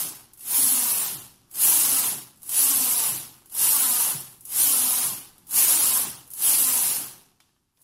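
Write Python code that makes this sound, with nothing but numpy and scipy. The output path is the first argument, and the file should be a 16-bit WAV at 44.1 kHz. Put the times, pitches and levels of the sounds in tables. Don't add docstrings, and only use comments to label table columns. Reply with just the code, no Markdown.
import sys
import numpy as np
from scipy import signal
from scipy.fft import rfft, irfft, next_fast_len
from scipy.io import wavfile
from scipy.ndimage import uniform_filter1d

SR = 44100
rng = np.random.default_rng(int(sys.argv[2]) if len(sys.argv) > 2 else 0)


def transcribe(signal):
    frames = np.atleast_2d(signal).T
    limited = np.clip(frames, -1, 1)
    pcm = np.round(limited * 32767).astype(np.int16)
    wavfile.write(sys.argv[1], SR, pcm)


def rack_gain(trim_db):
    fader = np.asarray(trim_db, float)
    return 10 ** (fader / 20)


N = 345347
SIZE = next_fast_len(N)
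HZ = np.fft.rfftfreq(SIZE, 1 / SR)
TIME_S = np.arange(N) / SR
COARSE_S = TIME_S[::64]

# sets off [s], at full speed [s], brakes [s], at rest [s], force [dB].
STROKES = [
    (-.7, -.5, -.03, .3, -18.3),
    (.37, .585, 1.03, 1.38, -19),
    (1.5, 1.655, 2.05, 2.34, -16.9),
    (2.4, 2.615, 3.07, 3.41, -18.2),
    (3.48, 3.645, 4.07, 4.37, -17.7),
    (4.43, 4.62, 5.04, 5.36, -18.3),
    (5.46, 5.59, 5.98, 6.28, -16.3),
    (6.31, 6.49, 6.91, 7.26, -17.8),
    (7.72, 8.0, 8.4, 8.7, -43),
]
# frequency [Hz], density [dB per Hz].
STEEL = [(240, -51), (400, -16.5), (653, -17), (749, -12), (1000, -12), (1130, -13.5), (1880, -21.5),
         (2470, -18), (2790, -13.5), (3520, -15), (6290, -13), (8810, -5.5), (10700, 2.5), (13500, -4),
         (15500, -8)]
EDGES_HZ = (400, 1800, 6000)
# time [s], gain [dB].
FADE = [(0, -1.5), (7.0, 1.5), (7.4, -8.5), (7.83, -14.5)]
# level under the force [dB], shares of run-up, sag and
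# braking [ratio], level at rest [dB].
RATTLE = (0.1, 1.01, 1.01, 1.01, -73)


def evened(x):
    return x / np.sqrt(np.mean(x ** 2) + 1e-20)


def read_log(points, hz):
    f, value = np.transpose(points)
    return np.interp(np.log(hz + 1), np.log(f + 1), value)


def fade_db(time_s):
    return np.interp(time_s, *np.transpose(FADE))


def above(edge_hz):
    return 1 / (1 + (edge_hz / (HZ + 1)) ** 12)


def coloured(x, points, share):
    gain = rack_gain(read_log(points, HZ)) * np.sqrt(share)
    return evened(irfft(rfft(x, SIZE) * gain, SIZE)[:N])


def smoothed(x):
    return uniform_filter1d(uniform_filter1d(x, size=500), size=500)


def push(part, jolt_db=0, jolt_s=1):
    rise_db, rise_bend = 46, 1.8
    surge_db, surge_s, sag_db = 1.2, .05, 4.4
    brake_db, brake_bend = 41, 1.25
    jolt_late_s = .11
    under_db, rise, sag, brake, rest_db = part
    power = rack_gain(2 * (rest_db + fade_db(COARSE_S)))
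    for start, full, slow, stop, force_db in STROKES:
        before = np.maximum((full - COARSE_S) / (full - start), 0)
        after_s = np.maximum(COARSE_S - full, 0)
        braking = np.maximum((COARSE_S - slow) / (stop - slow), 0)
        surge = surge_db * (1 - np.exp(-after_s / surge_s))
        tiring = sag_db * np.minimum(after_s / (slow - full), 1)
        loss = rise * rise_db * before ** rise_bend + sag * (surge + tiring)
        loss = loss + brake * brake_db * braking ** brake_bend
        jolt = jolt_db * np.exp(-((COARSE_S - slow - jolt_late_s) / jolt_s) ** 2)
        power = power + rack_gain(2 * np.maximum(force_db + under_db - loss + jolt, -200))
    return np.interp(TIME_S, COARSE_S, np.sqrt(power))


def clatter(per_s, spread_db, hiss, patchy_db):
    chance, size = rng.random(N), rng.exponential(1, N)
    sign, slide = rng.standard_normal(N), rng.standard_normal(N)
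    busy = np.clip(push(RATTLE) / rack_gain(-40), .2, 1) * per_s / SR
    knocks = sign * rack_gain(spread_db * np.minimum(size, 3)) * (chance < busy) / np.sqrt(busy)
    z = signal.stft(evened(knocks) + hiss * slide, nperseg=256, noverlap=192)[2]
    patches = rng.standard_normal(z.shape[::-1]).T
    patches = uniform_filter1d(patches, size=4, axis=0)
    patches = evened(uniform_filter1d(patches, size=14, axis=1))
    return signal.istft(z * rack_gain(patchy_db * patches), nperseg=256, noverlap=192)[1][:N]


def needles():
    # [dB], three shares [ratio], at rest [dB].
    plate_push = (-14.5, 1.05, .6, .72, -74)
    body_push = (-22.5, .9, .3, .58, -71)
    body, plate, bright = (above(f) for f in EDGES_HZ)
    x = clatter(per_s=9000, spread_db=1.6, hiss=1, patchy_db=1.5)
    out = rack_gain(0.1) * push(RATTLE) * coloured(x, STEEL, bright)
    out = out + rack_gain(-1.26) * push(plate_push) * coloured(x, STEEL, plate - bright)
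    return out + rack_gain(-2.67) * push(body_push) * coloured(x, STEEL, body - plate)


def table():
    # frequency [Hz], density [dB per Hz].
    rumble_spectrum = [(53, -38.5), (90, -12.5), (124, -2.5), (178, -3.5), (258, -2.5), (325, -3),
                       (386, -2.5), (449, -9.5), (500, -13.5), (650, -44.5), (1100, -120)]
    # frequency [Hz], width [Hz], level [dB].
    table_modes = [(132.4, 9, 3), (170, 40, -9)]
    # frequency [Hz], density [dB per Hz].
    room_spectrum = [(15, -2.5), (25, 2.5), (60, -0.5), (100, 1), (170, -1), (300, -8), (420, -24.5)]
    # [dB], three shares [ratio], at rest [dB].
    board_push = (-33, .55, .25, .42, -69)
    room_db = -65
    modes = sum(rack_gain(db) / (1 + 1j * (HZ - hz) / width) ** 2 for hz, width, db in table_modes)
    ring = evened(irfft(rfft(rng.standard_normal(SIZE)) * modes, SIZE)[:N])
    rumble = coloured(rng.standard_normal(N), rumble_spectrum, 1 - above(EDGES_HZ[0]))
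    room = rack_gain(room_db + fade_db(TIME_S)) * coloured(rng.standard_normal(N), room_spectrum, 1)
    shoved = rack_gain(-0.6) * push(board_push, jolt_db=6.5, jolt_s=.09) * rumble
    return shoved + rack_gain(-11) * push(board_push) * ring + room


def thumps():
    # time [s], peak [dB], first pitch [Hz].
    knocks = [
        (.05, -53, 140),
        (1.14, -47, 140),
        (2.1, -46, 200),
        (3.1, -45, 150),
        (4.12, -41, 200),
        (5.04, -47, 140),
        (6.04, -44, 200),
        (6.97, -50, 140),
    ]
    mode_hz, sink_s, rise_s, t60_s, rough = 126, .045, .015, .6, .6
    age, out = np.arange(SR // 2) / SR, np.zeros(N)
    for s, peak_db, first_hz in knocks:
        hz = mode_hz + (first_hz - mode_hz) * np.exp(-age / sink_s)
        shape = (1 - np.exp(-(age / rise_s) ** 2)) * rack_gain(peak_db + 1.2 - 60 * age / t60_s)
        a, b = (evened(v) for v in smoothed(rng.standard_normal((2, len(age)))))
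        turn = np.exp(2j * np.pi * np.cumsum(hz) / SR)
        out[round(s * SR):][:len(age)] += shape * (turn * (1 + rough * (a + 1j * b))).imag
    return out


def ticks():
    # time [s], peak [dB], lower band relative # to
    # needles [dB].
    lone_needles = [(0.334, -32.5, -18), (0.374, -37, -18), (0.3925, -33.5, -16), (0.4065, -30, -17),
                    (1.512, -30.5, -16), (1.5553, -20, -11), (2.3585, -43, -19), (2.3724, -45.5, -15),
                    (2.4184, -35, -18), (2.4304, -28, -18), (2.492, -14.5, -20), (3.16, -20, -15),
                    (3.458, -37, -15), (3.497, -37, -13), (3.5224, -27.5, -16), (3.549, -18.5, -17),
                    (4.2036, -19, -19), (4.4074, -31.5, -29), (4.452, -22, -24), (6.3121, -27, -24),
                    (5.3797, -38.5, -12), (5.468, -35, -15), (5.509, -18.5, -18.5), (6.2667, -39, -21),
                    (6.303, -28, -23), (6.335, -21, -23), (6.2751, -36.5, -20), (7.4027, -49.5, 6.5),
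                    (7.772, -60, 3), (7.8156, -41.5, -28)]
    rise_s, crack_t60_s = 0.00082, 0.016
    tail_db, tail_t60_s = -15, .065
    echo_db, echo_t60_s = -15, .7
    body, _, bright = (above(f) for f in EDGES_HZ)
    x = rng.standard_normal(N)
    high, low = coloured(x, STEEL, bright), coloured(x, STEEL, body - bright)
    age, out = np.arange(SR // 2) / SR, np.zeros(N)
    decay = rack_gain(-60 * age / crack_t60_s)
    decay = decay + rack_gain(tail_db - 60 * age / tail_t60_s) + rack_gain(echo_db - 60 * age / echo_t60_s)
    decay = (1 - np.exp(-age / rise_s)) * decay
    for s, db, low_db in lone_needles:
        start = round(s * SR)
        part = slice(start, min(start + len(age), N))
        shape = rack_gain(db - 8) * decay[:len(out[part])]
        out[part] += shape * (high[part] + rack_gain(low_db) * low[part])
    return out


def hum(stroke, pace):
    # frequency [Hz], level [dB].
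    favoured = [(170, -4), (225, -8), (266, -.3), (330, -7), (520, -11), (780, -5), (1010, 1.2), (1500, -7)]
    eased_hz, brake_hz_per_s, tail_s = 260, 480, .14
    wobble, uneven_db, blur_rad = .012, 4.5, .45
    hold_s, fade_db_per_s = .2, 50
    whine_rise_s, whine_rise_db = .18, 7
    whine_drop_db_per_s = 70
    _, full, slow, *_ = stroke
    top_hz, cruise_hz, ease, hum_db, whine_db = pace
    start = full - .04
    t = np.arange(start, slow + tail_s, 1 / SR)
    braking_s = np.maximum(t - slow, 0)
    hz = np.interp(t, [full, full + ease * (slow - full), slow], [top_hz, eased_hz, cruise_hz])
    hz = hz - brake_hz_per_s * braking_s
    drift = smoothed(rng.standard_normal((11, SR))[:, :len(t)])
    drift = np.clip(drift / drift.std(), -3, 1.5)
    turns = np.cumsum(hz * (1 + wobble * drift[0])) / SR
    low_db = hum_db - fade_db_per_s * np.clip(t - full - hold_s, 0, .2)
    high_db = whine_db - whine_rise_db * np.maximum(1 - (t - start) / whine_rise_s, 0)
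    high_db = high_db - whine_drop_db_per_s * braking_s
    tone = 0
    for k, db in enumerate([low_db] + [high_db] * 4, 1):
        level = rack_gain(db + read_log(favoured, k * hz) + uneven_db * drift[k])
        tone = tone + level * np.cos(2 * np.pi * k * turns + blur_rad * drift[-k])
    tone = np.sqrt(2) * tone * signal.windows.tukey(len(t), .2)
    return np.pad(tone, (round(start * SR), N))[:N]


def catch():
    # time [s], peak [dB], pitch factor [ratio].
    clicks = [
        (7.4027, -44, 1),
        (7.4924, -56, .5),
        (7.5647, -58, .5),
        (7.781, -60, .3),
        (7.795, -61, .3),
        (7.812, -59, .3),
    ]
    # frequency [Hz], level [dB], t60 [s].
    plastic_modes = [(1900, -5, .025), (2300, 0, 0.022), (3100, -12, .1), (3500, -9, .14), (5200, -1, .015),
                     (5900, -5, .015)]
    age, out = np.arange(SR // 8) / SR, np.zeros(N)
    for s, peak_db, pitch in clicks:
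        ring = 0
        for hz, db, t60_s in plastic_modes:
            decay = rack_gain(db - 60 * age / (t60_s * pitch))
            ring = ring + decay * np.sin(2 * np.pi * hz * pitch * age)
        part = out[round(s * SR):][:len(age)]
        part += (rack_gain(peak_db + 0.5) * ring / abs(ring).max())[:len(part)]
    return out


def scene():
    # fastest [Hz], cruising [Hz], share of the run spent
    # easing to cruise [ratio], hum [dB], whine [dB].
    paces = [
        (277, 224, .22, -42, -50),
        (335, 252, .8, -45, -47),
        (290, 225, .42, -43, -47),
        (335, 230, .43, -47, -45.5),
        (298, 245, .33, -43, -48),
        (365, 252, .75, -46, -47),
        (310, 235, .4, -46, -51),
    ]
    hums = rack_gain(-2.0) * sum(map(hum, STROKES[1:], paces))
    mono = needles() + table() + thumps() + ticks() + hums + catch()
    return np.array([mono, mono])


def squeezed(x, faint_db=-55, hole_db=-17, size=1024):
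    # frequency [Hz], step over band rms [dB].
    coarseness = [(300, -6), (1200, 4), (2200, 6), (3200, 8), (6500, 8), (9000, 5), (15000, 6.5)]
    # frequency [Hz], share [ratio].
    left_out = [(300, 0), (2500, .01), (4500, .03), (8000, .05), (10000, .15), (15000, .18)]
    n, k = np.arange(2 * size), np.arange(size)
    window = signal.windows.kaiser_bessel_derived(2 * size, 4 * np.pi)
    cosines = np.cos(np.pi / size * np.outer(n + .5 + size / 2, k + .5))
    basis = window[:, None] * cosines * np.sqrt(2 / size)
    count = N // size + 2
    frames = np.pad(x, (size, 3 * size))[np.arange(count)[:, None] * size + n]
    lines = frames @ basis

    power = (frames.reshape(count, -1, 128) ** 2).sum(2) + 1e-12
    recent = power[:, :-3] + power[:, 1:-2] + power[:, 2:-1]
    sudden = (power[:, 3:] > 2.2 * recent).any(1)[:, None]
    quiet = (power.mean(1) < 128 * rack_gain(-96))[:, None]

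    edges = np.unique(np.r_[0:40:4, 40:96:8, 96:144:12, 144:176:16, 176:216:20,
                            216:264:24, 264:320:28, 320:416:32, 416:size:44])
    band = np.searchsorted(edges, k, "right") - 1
    hz = edges * SR / (2 * size)
    rms = np.sqrt(np.add.reduceat(lines ** 2, edges, 1) / np.bincount(band)) + 1e-9
    step_db = read_log(coarseness, hz) + 2 * rng.standard_normal(rms.shape)
    step = rms * rack_gain(step_db - 20 * sudden - 4 * quiet)
    faint = rack_gain(faint_db + fade_db(np.arange(count) * size / SR))[:, None] * (hz / 13000) ** 5
    faint = faint * rack_gain(3 * rng.standard_normal(rms.shape))
    step = np.maximum(step, faint)[:, band]
    spared = (rng.random(rms.shape) > read_log(left_out, hz)) | sudden | quiet
    kept = np.where(spared, 1, rack_gain(hole_db))[:, band]
    blocks = (np.round(lines / step) * step * kept) @ basis.T
    return (blocks[1:, :size] + blocks[:-1, size:]).ravel()[:N]


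def top_cut(x):
    return signal.sosfilt(signal.butter(12, 15670, fs=SR, output="sos"), x)


def record(dry):
    lowpass = signal.firwin(401, 15750, window=("kaiser", 8), fs=SR)
    mono = signal.oaconvolve(squeezed(dry[0]), lowpass, "same")
    return top_cut(np.array([mono, mono]))


dry = scene()
out = record(dry)
transcribe(out)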